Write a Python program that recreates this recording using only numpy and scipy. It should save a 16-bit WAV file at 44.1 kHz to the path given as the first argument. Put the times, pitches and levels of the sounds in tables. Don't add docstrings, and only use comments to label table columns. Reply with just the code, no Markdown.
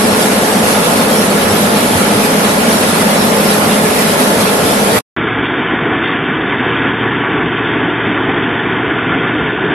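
import sys
import numpy as np
from scipy import signal
from scipy.fft import rfft, irfft, next_fast_len
from scipy.io import wavfile
from scipy.ndimage import uniform_filter1d, minimum_filter1d

SR = 44100
rng = np.random.default_rng(int(sys.argv[2]) if len(sys.argv) > 2 else 0)


def materialize(psi):
    bounded = np.clip(np.atleast_2d(psi).T, -1, 1)
    quanta = np.round(bounded * 32767).astype(np.int16)
    wavfile.write(sys.argv[1], SR, quanta)


N = 429527
TIME = np.arange(N) / SR


def gain_of(db):
    return 10 ** (np.asarray(db) / 20)


def db_at(table, hz):
    table_hz, db = np.transpose(table)
    return np.interp(np.log(hz + 1), np.log(table_hz + 1), db)


def unit_rms(x):
    return x / np.sqrt(np.mean(x ** 2) + 1e-20)


def filtered(x, gain):
    size = next_fast_len(N)
    return irfft(rfft(x, size) * gain(np.fft.rfftfreq(size, 1 / SR)), size)[..., :N]


def coloured(x, spectrum):
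    return filtered(x, lambda hz: gain_of(db_at(spectrum, hz)) * np.sqrt(SR / 2))


def low_pass(x, edge_hz):
    taps = signal.firwin(1023, edge_hz, window=("kaiser", 9), fs=SR)
    return signal.oaconvolve(x, taps[None], "same")


def wander(rate_hz, size=4096):
    hz = np.fft.rfftfreq(size, N / SR / size)
    slow = irfft(rfft(rng.standard_normal(size)) * (hz > 0) / (1 + (hz / rate_hz) ** 2), size)
    return np.interp(TIME, np.linspace(0, N / SR, size), unit_rms(slow))


def swell(centre_s, length_s):
    return np.exp(-np.pi * ((TIME - centre_s) / length_s) ** 2)


def swells_db(table):
    return sum(db * swell(centre_s, length_s) for centre_s, db, length_s in table)


def tremolo_db(rate_hz, peak_s, swing_db):
    return swing_db * np.cos(2 * np.pi * rate_hz * (TIME - peak_s))


# frequency in Hz, density in dB per Hz.
ROAR_SPECTRUM_DB = [(20, -62), (60, -60), (95, -62.5), (135, -51), (175, -42), (240, -41.5), (290, -42),
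                    (360, -44.5), (440, -40), (580, -41), (1000, -49.5), (2000, -57), (4500, -68.5),
                    (12000, -80.5)]


def fan_roar():
    drift_db = 0.2 * wander(6)
    return coloured(rng.standard_normal((2, N)), ROAR_SPECTRUM_DB) * gain_of(drift_db)


# frequency in Hz, density in dB per Hz.
THROB_SPECTRUM_DB = [(20, -77), (55, -63.5), (78, -54.5), (97, -47), (120, -48), (145, -55), (220, -72.5),
                     (1000, -110)]
# centre in seconds, boost in dB.
SHUDDERS_DB = [(.68, 3.5), (1.49, 12), (1.95, 11.5), (2.17, 7), (3.25, 12), (3.67, 4.5), (3.98, 5.5),
               (4.39, 7.5), (4.65, 13), (4.93, 11)]


def base_throb(rest_db=-5, shudder_s=0.089):
    shudders_db = sum(db * swell(centre_s, shudder_s) for centre_s, db in SHUDDERS_DB)
    level_db = rest_db + 3.0 * wander(7) + shudders_db
    return coloured(rng.standard_normal((2, N)), THROB_SPECTRUM_DB) * gain_of(level_db)


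def impacts(per_s, spread_db):
    hits = (rng.random(N) < per_s / SR) * rng.choice([-1, 1], N)
    force_db = spread_db * np.minimum(rng.exponential(1, N), 4)
    return unit_rms(hits * gain_of(force_db))


def patchy(x, depth_db, width_hz, length_s, size=512, hop=128):
    frames = signal.stft(x, nperseg=size, noverlap=size - hop)[2]
    patches = uniform_filter1d(rng.standard_normal(frames.shape), round(width_hz * size / SR), -2)
    patches = uniform_filter1d(patches, round(length_s * SR / hop), -1)
    frames = frames * gain_of(depth_db * unit_rms(patches))
    return unit_rms(signal.istft(frames, nperseg=size, noverlap=size - hop)[1][..., :N])


# frequency in Hz, density in dB per Hz.
GRAIN_SPECTRUM_DB = [(60, -78.5), (400, -67), (1000, -50), (1350, -50.5), (1580, -55), (2000, -52.5),
                     (3000, -55), (3700, -56), (4500, -57.5), (5300, -59), (6500, -60.5), (8000, -59.5),
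                     (9500, -57.5), (11000, -55), (12400, -58.5)]
# centre in seconds, change in dB, length in seconds.
GUSHES_DB = [(0.226, 1.0, 0.076), (0.73, 1.5, 0.14), (.86, 2, 0.05), (0.984, 1.0, 0.048), (1.14, 1, .06),
             (2.01, 0.5, 0.08), (2.234, .6, .05), (2.815, 1.5, 0.054), (3.099, 1, .06), (3.25, 0.4, 0.14),
             (3.483, 1.3, 0.053), (4.046, 1, 0.15), (4.225, 1.7, 0.073), (4.9, -0.2, .1)]
CHUTE_LULLS_DB = [(.6, 0, 0.052), (1.35, -0.2, .08), (1.9, 0, .08), (2.63, -0.9, 0.092), (3.8, -1, .1),
                  (4.58, -0.5, .08)]


def chute_grain(rest_db=-0.48):
    ripple_db = tremolo_db(rate_hz=4.0, peak_s=0.2, swing_db=0.42)
    level_db = rest_db + 0.63 * wander(12) + ripple_db + swells_db(GUSHES_DB) + swells_db(CHUTE_LULLS_DB)
    blows = np.array([impacts(per_s=14000, spread_db=2.0) for _ in range(2)])
    blows = patchy(blows, depth_db=2.5, width_hz=220, length_s=0.036)
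    return coloured(blows, GRAIN_SPECTRUM_DB) * gain_of(level_db)


def tones(table, slip, flutter, flutter_hz):
    clock_s = TIME + slip * np.cumsum(wander(1.95)) / SR
    out = np.zeros(N)
    for hz, db in table:
        phase = 2 * np.pi * (hz * clock_s + rng.random()) + flutter * wander(flutter_hz)
        out += gain_of(db) * (1 + flutter * wander(flutter_hz)) * np.cos(phase)
    return out * np.sqrt(2 / (1 + flutter ** 2))


def rotors(pitches_hz, levels):
    times_s, *curves_db = np.transpose(levels)
    out = np.zeros(N)
    for hz, curve_db in zip(pitches_hz, curves_db):
        tone = tones([(hz, 0)], slip=0.0005, flutter=0.08, flutter_hz=1.4)
        out += tone * gain_of(np.interp(TIME, times_s, curve_db))
    return out


# frequency in Hz, level in dB.
HUM_TONES_DB = [(98.2, -39.5), (161.8, -33), (193.2, -35), (228.7, -31), (257.1, -31.5), (399.7, -36),
                (1064.5, -39)]
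ROTOR_PITCHES_HZ = (205.65, 216.5, 426.8, 853.6)
# time in seconds, then the level in dB of each of those four.
ROTOR_LEVELS_DB = [(0, -18.5, -31, -21.5, -37.5), (.5, -23.5, -22, -29, -38.5),
                   (.9, -27.5, -32.5, -33, -34), (1.3, -19, -39, -27.5, -41.5),
                   (1.75, -20, -36, -33, -42.5), (2.3, -19.5, -37, -25, -33),
                   (2.9, -22.5, -34, -30.5, -47.5), (3.4, -18.5, -33.5, -25.5, -42.5),
                   (4.0, -22, -38, -22.5, -39), (5.0, -28.5, -43, -29, -41.5)]


def motor_and_fan_hum():
    wavering = tones(HUM_TONES_DB, slip=0.000945, flutter=0.28, flutter_hz=3.5)
    return wavering + rotors(ROTOR_PITCHES_HZ, ROTOR_LEVELS_DB)


# centre in seconds, left level in dB, length in seconds.
SQUEALS_DB = [(.24, -34.5, .16), (.53, -40.5, 0.11), (1.196, -21.5, 0.082), (1.499, -29, 0.16),
              (2.73, -28.5, 0.25), (3.211, -27, .14), (3.33, -31, 0.16), (3.488, -25, .1),
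              (4.045, -30.5, .2)]


def steel_squeals(pitch_hz=5424, half_width_hz=50, right_db=-4):
    rubbing = sum(gain_of(db) * swell(centre_s, length_s) ** 2 for centre_s, db, length_s in SQUEALS_DB)
    noise = rng.standard_normal((2, N))
    ring = filtered(noise, lambda hz: 1 / (1 + ((hz - pitch_hz) / half_width_hz) ** 2))
    return unit_rms(ring) * rubbing * gain_of([[0], [right_db]])


# centre in Hz, width in Hz, boost in dB.
CABINET_MODES_DB = [(169, 16, 3.5), (229, 31, 6), (864, 40, 5.5), (1417, 120, 3), (1698, 70, 5.5),
                    (3406, 130, 0.9), (5450, 43, 7)]


def cabinet_gain(hz):
    return gain_of(sum(db / (1 + (2 * (hz - centre_hz) / width_hz) ** 2)
                       for centre_hz, width_hz, db in CABINET_MODES_DB))


# frequency in Hz, side over mid in dB.
PORT_WIDTH_DB = [(25, -6), (70, -15), (130, -19), (230, -17), (380, -6.8), (560, -8.6), (700, -5.4),
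                 (850, -2), (1250, 0), (1650, .5), (2000, -.9), (3400, -.7), (4200, 0)]
# frequency in Hz, left over right in dB.
PORT_TILT_DB = [(100, -0.1), (1500, 0.5), (4000, 0), (6300, 1.5), (7400, -1), (8100, -2.5), (9000, -14),
                (9900, -18), (11000, -17), (12400, -15)]


def stereo_ports(pair):
    def power_split(table):
        return lambda hz: np.sqrt(1 / (1 + gain_of(np.outer([-1, 1], db_at(table, hz))) ** 2))
    side, mid = filtered(pair, power_split(PORT_WIDTH_DB))
    return np.sqrt(2) * filtered(np.array([mid + side, mid - side]), power_split(PORT_TILT_DB))


def tall_mill():
    body = filtered(fan_roar() + base_throb() + chute_grain(), cabinet_gain)
    return stereo_ports(body) + motor_and_fan_hum() + steel_squeals()


# centre in seconds, change in dB, length in seconds.
LINE_LULLS_DB = [(5.8, -1.5, 0.046), (6.46, -1.5, .04), (7.135, -0.5, .03), (7.495, -2.5, 0.031),
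                 (9.58, -2, .08)]
# centre and length in seconds, then change in dB of frame shake, sieve clatter, grain flow.
LUMPS_DB = [(5.461, .06, 0, -1, 4), (5.692, 0.035, 0.5, 2, 1), (5.92, 0.04, 2.5, 2.5, 0),
            (6.062, 0.056, 0, 0, 5), (6.125, 0.055, -2.5, 1.3, 2.5), (6.512, 0.055, 0, 1.5, 3),
            (6.672, 0.046, 0.5, 1.5, 0.2), (6.745, 0.11, 0, 1, 5), (6.852, 0.056, 3, 1.5, 1.8),
            (7.035, 0.051, 1.5, 2, 0.5), (7.262, 0.045, -0.5, 2, -3), (7.363, 0.031, 3, 2.5, .8),
            (7.572, .05, -3.5, 1, 4), (7.683, 0.092, -0.5, 1.5, 1), (7.822, 0.031, 3.5, 0.5, 0.5),
            (8.08, .07, 3.5, 0.5, 1.5), (8.176, 0.05, 2, 1.5, 0), (8.292, 0.033, 2, 1.5, -0.5),
            (8.64, 0.039, -1, 0.5, 2), (8.841, 0.072, 2, 0.5, -0.5), (9.136, 0.046, 1.5, 3, -1.5),
            (9.655, 0.036, 4.5, 0, 0)]


def line_load_db(rest_db=0.09, drift_hz=18):
    jolts_db = sum(np.outer(db, swell(centre_s, length_s)) for centre_s, length_s, *db in LUMPS_DB)
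    shake_db, clatter_db, flow_db = rest_db + swells_db(LINE_LULLS_DB) + jolts_db
    rocking_db = tremolo_db(rate_hz=5.29, peak_s=5.352, swing_db=0.28)
    return (shake_db + 0.85 * wander(drift_hz),
            clatter_db + 0.6 * wander(drift_hz) + rocking_db,
            flow_db - 0.6 * wander(drift_hz))


# frequency in Hz, density in dB per Hz.
RUMBLE_SPECTRUM_DB = [(20, -88), (45, -68), (68, -54.5), (82, -56.5), (105, -56), (150, -45.5),
                      (200, -47.5), (225, -45.5), (260, -41.5), (340, -42), (430, -45), (490, -50),
                      (540, -58.5), (900, -62.5), (3600, -77.5)]


def frame_rumble(shake_db):
    return coloured(rng.standard_normal(N), RUMBLE_SPECTRUM_DB) * gain_of(shake_db)


# frequency in Hz, density in dB per Hz.
RATTLE_SPECTRUM_DB = [(40, -100), (300, -76.5), (560, -58.5), (620, -57.5), (670, -52), (950, -53.5),
                      (1170, -52.5), (1280, -53.5), (1400, -53), (1500, -52.5), (1600, -51), (1700, -53),
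                      (1900, -53), (2250, -55), (2550, -58.5), (2900, -59), (3250, -58), (3600, -62)]


def sieve_rattle(clatter_db, flow_db, split_hz=2300):
    blows = patchy(impacts(per_s=4500, spread_db=1.5), depth_db=1.5, width_hz=300, length_s=0.044)
    rattle = coloured(blows, RATTLE_SPECTRUM_DB)
    screen = filtered(rattle, lambda hz: 1 / (1 + (hz / split_hz) ** 8))
    kernels = rattle - screen
    return screen * gain_of(clatter_db) + kernels * gain_of(flow_db)


# frequency in Hz, relative level in dB.
SHAFT_ORDERS_DB = [(70.0, -47.5), (92.9, -43), (138.6, -39.5), (162.4, -38), (185.7, -41.5), (208.6, -39),
                   (255.0, -35), (301.5, -35)]


def shaft_drone(level_db=-0.6):
    return gain_of(level_db) * tones(SHAFT_ORDERS_DB, slip=0.0014, flutter=0.38, flutter_hz=2.6)


# frequency in Hz, relative level in dB.
GEAR_TONES_DB = [(296.1, -35), (378.8, -38), (391.6, -38), (419.2, -39), (445.5, -39), (472.4, -42),
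                 (656.1, -45), (757.7, -40.5), (763.1, -44), (900.4, -35.8), (959.6, -42), (975.1, -47),
                 (996.6, -45), (1010.7, -38), (1021.5, -43), (1035.6, -45), (1063.2, -44), (1124.5, -46),
                 (1131.8, -43), (1137.2, -36.5), (1181.0, -46), (1195.5, -45), (1331.0, -46), (1349.9, -43),
                 (1368.0, -42), (1387.5, -41), (1394.3, -34), (1401.7, -42), (1420.5, -40), (1425.2, -35.5),
                 (1446.8, -39), (1462.2, -43), (1480.4, -35), (1492.5, -37.5), (1499.2, -37.5),
                 (1518.1, -34), (1553.1, -45), (1635.2, -42), (1650.0, -40), (1664.8, -34), (1680.3, -44),
                 (1702.5, -43), (1733.4, -39), (1741.5, -41), (1746.9, -33.5), (1780.5, -43), (1818.2, -43),
                 (1857.2, -40), (1882.8, -43), (1954.8, -43), (1968.3, -42), (2013.4, -44), (2047.7, -45),
                 (2071.2, -39.5), (2110.3, -42), (2201.8, -46), (2236.8, -42), (2254.3, -45), (2328.3, -41),
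                 (2598.8, -40), (2625.7, -46), (2997.2, -50), (3106.2, -46), (3176.1, -51), (3342.4, -50),
                 (3367.9, -50), (3559.7, -47)]


def gear_whine(clatter_db):
    return gain_of(clatter_db) * tones(GEAR_TONES_DB, slip=0.00024, flutter=0.31, flutter_hz=1.0)


# time in seconds, level in dB.
LINE_HUM_DB = [(5.2, -30), (5.42, -29), (5.57, -38), (5.95, -29), (6.35, -39), (6.57, -34), (6.7, -30),
               (7.05, -28.5), (7.32, -35), (7.5, -29), (8.35, -30.5), (8.5, -32.5), (8.7, -30), (9.35, -31),
               (9.7, -37)]


def line_motor_hum(pitch_hz=115.7):
    return rotors([pitch_hz], LINE_HUM_DB)


def limited(x, ceiling_db, size=65):
    allowed_gain = np.minimum(1, gain_of(ceiling_db) / (abs(x) + 1e-9))
    return x * uniform_filter1d(minimum_filter1d(allowed_gain, size, -1), size, -1)


# frequency in Hz, gain in dB.
PASS_BAND_DB = [(3620, 0), (3690, -7), (3760, -18), (3820, -27), (3900, -75), (4000, -120)]
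MIRROR_LEAK_DB = [(4200, -15), (4300, -20), (4380, -26), (4500, -38), (4620, -52), (4700, -67), (5100, -95),
                  (6000, -140)]


def narrow_band(x, rate_hz=8000):
    dull = filtered(x, lambda hz: gain_of(db_at(PASS_BAND_DB, hz)))
    mirror = dull * 2 * np.cos(2 * np.pi * rate_hz * TIME)
    return dull + filtered(mirror, lambda hz: gain_of(db_at(MIRROR_LEAK_DB, hz)))


def milling_line():
    shake_db, clatter_db, flow_db = line_load_db()
    surging = frame_rumble(shake_db) + sieve_rattle(clatter_db, flow_db) + gear_whine(clatter_db)
    mono = surging + shaft_drone() + line_motor_hum()
    dull = low_pass(mono[None], edge_hz=3850)
    return narrow_band(limited(dull, ceiling_db=-3.4))


# time in seconds, gain in dB.
TALL_FADE_DB = [(0, 0), (4.989, 0), (4.992, -12), (5.005, -13), (5.016, -48), (5.04, -120)]
LINE_FADE_DB = [(5.163, -120), (5.165, -3), (5.185, 0)]


def scene():
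    tall_gain = gain_of(np.interp(TIME, *np.transpose(TALL_FADE_DB)))
    line_gain = gain_of(np.interp(TIME, *np.transpose(LINE_FADE_DB)))
    return tall_gain * tall_mill() + line_gain * milling_line()


def record(dry):
    return low_pass(np.clip(dry, -0.95, 0.95), edge_hz=12450)


dry = scene()
out = record(dry)
materialize(out)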